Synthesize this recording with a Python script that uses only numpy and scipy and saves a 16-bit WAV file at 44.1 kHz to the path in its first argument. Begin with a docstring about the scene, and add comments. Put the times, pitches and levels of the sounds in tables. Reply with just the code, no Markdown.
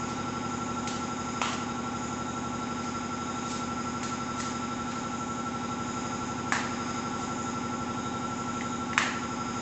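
"""Sharp snaps and crackling rustles ring out over a steady machine hum in a large hard-walled storeroom.
Cardboard and ties are pulled off a bicycle: jolts ring cardboard modes, dense grains make the rustles,
and a decaying noise tail draws both out. The machine hums in a comb of shaft orders, with a throbbing
whine between its sidebands, a fine rattle that repeats every turn, broad noise for the air, and narrow
noise for casing resonances and a fuzzy whistle of the shaft."""
import sys
import numpy as np
from scipy import signal
from scipy.fft import rfft, irfft, next_fast_len
from scipy.io import wavfile

SR = 44100
rng = np.random.default_rng(int(sys.argv[2]) if len(sys.argv) > 2 else 0)


def store_wav(level_fs):
    """Save 16-bit WAV to argv[1]."""
    pcm = np.round(np.clip(np.atleast_2d(level_fs), -1, 1) * 32767)
    wavfile.write(sys.argv[1], SR, pcm.T.astype(np.int16))


N = 423801  # samples

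TURNS_PER_S = 11.9394  # shaft speed; order k lies at k times this frequency
FIRST_ORDER, RATTLE_ORDER, END_ORDER = 5, 94, 700  # hum starts, rattle takes over, rattle ends before


def gain_of(db):
    """Decibels to amplitude."""
    return 10 ** (np.asarray(db) / 20)


def evened(x):
    """Scales to rms 1."""
    return x / np.sqrt(np.mean(x ** 2) + 1e-20)


def read(points, hz):
    """Reads a table of (f/Hz, value) on a log-frequency axis."""
    f, value = np.transpose(points)
    return np.interp(np.log(hz + 1), np.log(f + 1), value)


def humps(modes, hz):
    """Amplitude of several humps whose powers add; each halves in amplitude across its width."""
    power = 0
    for f, width, db in modes:
        power = power + gain_of(2 * db) / (1 + (2 * (hz - f) / width) ** 2) ** 2
    return np.sqrt(power)


def drift(rate_hz):
    """Slow random wander of rms 1: sines up to rate_hz, the slower ones larger."""
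    hz = np.geomspace(rate_hz / 20, rate_hz, num=20)[:, None]
    t = np.arange(0, N + 256, 256) / SR
    sines = np.sin(2 * np.pi * (hz * t + rng.random(hz.shape)))
    slow = (sines / np.sqrt(hz)).sum(0)
    return np.interp(np.arange(N) / SR, t, evened(slow))


def tones(hz, level, phase):
    """Steady sines of given rms, placed on a fine frequency grid."""
    size = next_fast_len(2 * N)
    spectrum = np.zeros(size // 2 + 1, complex)
    bins = np.round(hz * size / SR).astype(int)
    spectrum[bins] = level * np.exp(1j * phase) * size / np.sqrt(2)
    return irfft(spectrum, size)[:N]


def coloured(x, gain):
    """Filters by gain(hz) without delay."""
    return irfft(rfft(x) * gain(np.fft.rfftfreq(len(x), 1 / SR)), len(x))


def add(mix, s, sound):
    """Mixes a sound in at a time in seconds."""
    part = mix[round(s * SR):][:len(sound)]
    part += sound[:len(part)]


# broad air noise: (f/Hz, level/dB per Hz)
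AIR_SPECTRUM = [(20, -91), (31, -79), (80, -75.5), (300, -77), (700, -77), (1000, -76.5), (1500, -79),
                (3300, -85.5), (4300, -93.5), (5900, -89.5)]
# casing resonances and, at 1113 Hz, a fuzzy wandering whistle of the shaft, all made of narrow noise:
# (f/Hz, width/Hz, level at the top/dB per Hz)
NARROW_NOISES = [(815, 100, -72.5), (1113, 8, -63.5), (1366, 51, -69), (3752, 235, -81), (5160, 170, -92.5),
                 (6773, 710, -79.5), (7110, 43, -80.5)]


def air_casing_and_whistle():
    """Broad air noise, then narrow noise for casing and shaft whistle, each fluttering on its own."""
    white = rng.standard_normal((2, N)) * np.sqrt(SR / 2)  # power 1 per Hz
    broad = coloured(white[0], lambda hz: gain_of(read(AIR_SPECTRUM, hz)))
    mix = broad * gain_of(0.18 * drift(3.2))
    for band in NARROW_NOISES:
        narrow = coloured(white[1], lambda hz: humps([band], hz))
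        mix += narrow * gain_of(2.5 * drift(16))
    return mix


# strong orders of the hum: (order of the shaft speed, rms level/dB)
STRONG_ORDERS = [(7, -53.3), (9, -52.3), (10, -56), (11, -50.6), (12, -54.7), (14, -51.7), (16, -52.2),
                 (17, -51.7), (22, -49.0), (23, -52.7), (25, -55.5), (26, -56.1), (27, -54.9), (28, -54.0),
                 (29, -51.0), (31, -52.1), (36, -55.4), (45, -56.1), (65, -54.8), (67, -56.2), (68, -55.4),
                 (71, -52.5), (72, -51.8)]
# middle line of the fainter orders between them: (f/Hz, rms level/dB)
FAINT_ORDER_LINE = [(60, -70.5), (100, -55), (220, -70), (360, -59), (410, -67.5), (500, -59), (650, -71.5),
                    (770, -59.5), (910, -60), (960, -62.5), (1100, -65.5)]
FAINT_SCATTER_DB = 2  # rms scatter of the faint orders about that line
# faint mains-driven tones: (f/Hz, rms level/dB)
MAINS_TONES = [(59.8, -66), (119.9, -58), (239.8, -59)]
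MAIN_ORDER, MAIN_DB, MAIN_WOBBLE_RAD = 20, -39, 0.85  # the loudest order wavers in pitch once a turn


def hum():
    """Strong and faint orders of the shaft, the wavering main order and the mains tones."""
    every = np.arange(FIRST_ORDER, RATTLE_ORDER)
    hz = every * TURNS_PER_S
    db = read(FAINT_ORDER_LINE, hz) + FAINT_SCATTER_DB * rng.standard_normal(len(every))
    order, strong_db = np.transpose(STRONG_ORDERS)
    db[order.astype(int) - FIRST_ORDER] = strong_db
    apart = abs(every - MAIN_ORDER) > 1  # the wobble of the main order makes its own neighbours
    comb = tones(hz, gain_of(db) * apart, 2 * np.pi * rng.random(len(db)))
    comb *= gain_of(.5 * drift(2))

    turns = TURNS_PER_S * np.arange(N) / SR
    wobble = MAIN_WOBBLE_RAD * np.sin(2 * np.pi * (turns + rng.random()))
    main = gain_of(MAIN_DB) * np.sqrt(2) * np.sin(2 * np.pi * MAIN_ORDER * turns + wobble)

    mains_hz, mains_db = np.transpose(MAINS_TONES)
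    return comb + main + tones(mains_hz, gain_of(mains_db), 0)


# whine and its sidebands: (orders above the whine, typical rms level/dB)
WHINE_BANDS = [(-1, -60.5), (0, -42), (1, -44), (2, -61), (11, -54)]
WHINE_HZ, WHINE_PEAK_S = 1341.02, .031  # centre pitch; a time when the sidebands line up
WHINE_WANDER_DB, WHINE_SLACK_RAD = .7, .11  # rms wander of each band in level and phase


def whine():
    """Sidebands one order apart beat once a turn; pitch and strength wander a little."""
    t = np.arange(N) / SR
    carrier = 2 * np.pi * WHINE_HZ * t + 1.1 * drift(.3)
    turn = 2 * np.pi * TURNS_PER_S * (t - WHINE_PEAK_S)
    mix = np.zeros(N)
    for k, db in WHINE_BANDS:
        level = gain_of(db + WHINE_WANDER_DB * drift(2.8))
        angle = carrier + round(k) * turn + WHINE_SLACK_RAD * drift(4.0)
        mix += level * np.sqrt(2) * np.sin(angle)
    return mix


# rattle resonances: (f/Hz, width/Hz, typical rms level of one order at the top/dB)
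RATTLE_MODES = [(1190, 230, -64), (2120, 1280, -72), (3640, 260, -75), (5036, 370, -70), (6550, 375, -69)]


def rattle():
    """The same small contacts every turn: high orders of random size under the resonances."""
    hz = TURNS_PER_S * np.arange(RATTLE_ORDER, END_ORDER)
    chance, phase = rng.random((2, len(hz)))
    size = np.sqrt(-np.log(1 - chance))  # mean power 1
    pattern = tones(hz, humps(RATTLE_MODES, hz) * size, 2 * np.pi * phase)
    return pattern * gain_of(1.9 * drift(6))


# how long the room rings: (f/Hz, time to fall 60 dB t/s)
ROOM_DECAY = [(300, 1), (1000, 0.6), (2500, 0.67), (5000, 0.58), (8000, 0.48)]


def tail():
    """Dense reflections that build up, then die band by band; energy 1."""
    hz, t, bands = signal.stft(rng.standard_normal(SR), SR, nperseg=256)
    fading = bands * gain_of(-60 * t / read(ROOM_DECAY, hz)[:, None])
    late = signal.istft(fading, SR, nperseg=256)[1]
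    late = late * (1 - np.exp(-np.arange(len(late)) / SR / 0.019))
    return late / np.linalg.norm(late)


def rustle(rise_s, tilt_db):
    """Dense crackle that swells as the cardboard is pulled and stops soon after."""
    t = np.arange(-4410, 4410) / SR
    swell = np.where(t < 0, np.exp(t / rise_s), np.exp(-t / 0.014))
    grain_db = 2.2 * np.minimum(rng.exponential(1, len(t)), 4)
    grains = rng.standard_normal(len(t)) * gain_of(grain_db)

    def tilted(hz):
        low_cut = hz ** 2 / (hz ** 2 + 700 ** 2)
        return gain_of(tilt_db * np.log2((hz + 1) / 4000)) * low_cut

    return swell * evened(coloured(grains, tilted))


# three modes of stiff cardboard (middle one first), then two bands of the crack:
# (f/Hz, width/Hz, where the ring dies as exp(-2 pi width t))
CARDBOARD_MODES = [(1800, 390), (1030, 450), (2554, 600), (3970, 1600), (7100, 2100)]
# the worker's body shades the direct treble: (f/Hz, level/dB)
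BODY_SHADE = [(2000, -1), (2700, -0.5), (4200, -6), (8000, -3)]
SLIP_S, SLIPS_PER_S, TEARING_S = .003, 4000, 0.012  # slip run length, slip density, tearing decay
BRIGHT_CRACK_DB = 5.5  # the upper crack band lies this far over the lower


def snap(db, pitch, tilt_db, middle_db, crack_db):
    """A tie lets go in one jolt and a quick run of smaller slips; each rings the cardboard.
    Gives the sound towards the microphone and the even sound of equal energy that fills the room."""
    t = np.arange(900) / SR
    chance, size = rng.random(len(t)), rng.standard_normal(len(t))
    slips = .5 * size * (chance < SLIPS_PER_S / SR) * np.exp(-(t / SLIP_S) ** 2)
    slips[0] = 1  # the jolt
    tearing = size * np.exp(-t / TEARING_S)

    octaves = np.log2(np.transpose(CARDBOARD_MODES)[0, :3] / CARDBOARD_MODES[0][0])
    ring_db = db + tilt_db * octaves + middle_db * (octaves == 0)
    mode_db = [*ring_db, crack_db, crack_db + BRIGHT_CRACK_DB]

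    near, spread = np.zeros((2, len(t)))
    for k, ((hz, width), peak_db) in enumerate(zip(CARDBOARD_MODES, mode_db)):
        hz = hz * pitch if k < 3 else hz  # each piece has its own size
        sense = 1 if k in (0, 3) else -1  # neighbouring modes swing in opposite senses
        # soft start keeps the skirts steep
        ring = sense * np.sin(2 * np.pi * hz * t) * t ** 2 * np.exp(-2 * np.pi * width * t)
        drive = slips if k < 3 else tearing  # the crack has no single jolt
        rung = np.convolve(drive, ring)[:len(t)]
        rung *= gain_of(peak_db) / abs(rung).max()
        near += gain_of(read(BODY_SHADE, hz)) * rung
        spread += ring * np.linalg.norm(rung) / np.linalg.norm(ring)
    return near, spread


# snaps: (t/s, ring peak level before shading/dB, ring pitch/ratio, tilt/dB per octave,
# middle mode over the tilt/dB, lower crack peak level before shading/dB, room level/dB)
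SNAP_EVENTS = [(0.874, -31, 1.1, 6, -0.5, -29, -2), (1.4158, -18.5, 1.12, -3.5, -8.5, -30, -0.5),
               (1.531, -31.5, 1.1, 0, -5, -32, -13), (4.031, -34.5, 0.99, 6, 2, -31, -2),
               (4.402, -37, 1.03, -5, 7, -32, -1.5), (6.522, -19.5, 0.98, -5.5, 6, -27, -1.5),
               (8.609, -36, 1.15, -1, 10.5, -43, -10), (8.931, -35.5, 1.08, -3, 9, -40, -8),
               (8.978, -12.5, 1.01, 1.5, 4, -23, -4)]
# rustles: (t of the peak/s, rms level at the peak of the swell/dB, rise/s, tilt/dB per octave)
RUSTLE_EVENTS = [(0.099, -39.5, 0.021, 0), (0.8508, -36, 0.019, 10), (0.9664, -31, 0.033, 11),
                 (1.4489, -40, 0.037, 4), (1.4892, -29.5, 0.019, 6), (2.8467, -39, 0.018, 2.5),
                 (3.518, -31, 0.038, 3.5), (4.4011, -22.5, 0.018, 8.5), (4.9195, -41.5, 0.024, -3.5),
                 (6.9003, -40, 0.048, 3.5), (7.2174, -30, 0.03, 9.5)]
# first reflections of a snap: (delay t/s, level/dB)
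FIRST_ECHOES = [(.004, -13), (.0105, -10), (.018, -18), (.04, -15)]


def handling():
    """Snaps with first reflections, and rustles, each drawn out by a room tail of its own."""
    mix = np.zeros(N)
    for s, *strength, room_db in SNAP_EVENTS:
        near, spread = snap(*strength)
        add(mix, s, near)
        for delay_s, echo_db in FIRST_ECHOES:
            add(mix, s + delay_s, gain_of(echo_db) * near)
        add(mix, s, gain_of(room_db) * signal.fftconvolve(spread, tail()))
    for s, db, rise_s, tilt_db in RUSTLE_EVENTS:
        sound = gain_of(db) * rustle(rise_s, tilt_db)
        start = max(round(s * SR) - len(sound) // 2, 0) / SR  # the swell peaks mid-sound
        add(mix, start, sound)
        add(mix, start, gain_of(1.5) * signal.fftconvolve(sound, tail()))
    return mix


def scene():
    """Machine and handling, one channel."""
    machine = air_casing_and_whistle() + hum() + whine() + rattle()
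    return (machine + handling())[None]


# microphone treble roll-off: (f/Hz, level/dB)
MICROPHONE_ROLLOFF = [(7600, 0), (7900, -7.5), (8250, -19), (8450, -26)]
EDGE_HZ = 8500  # band limit


def record(dry):
    """Treble roll-off of the microphone, then the band limit."""
    heard = coloured(dry[0], lambda hz: gain_of(read(MICROPHONE_ROLLOFF, hz)))[None]
    low_pass = signal.firwin(1023, EDGE_HZ, window=("kaiser", 10), fs=SR)
    return signal.oaconvolve(heard, low_pass[None], "same")


dry = scene()
out = record(dry)
store_wav(out)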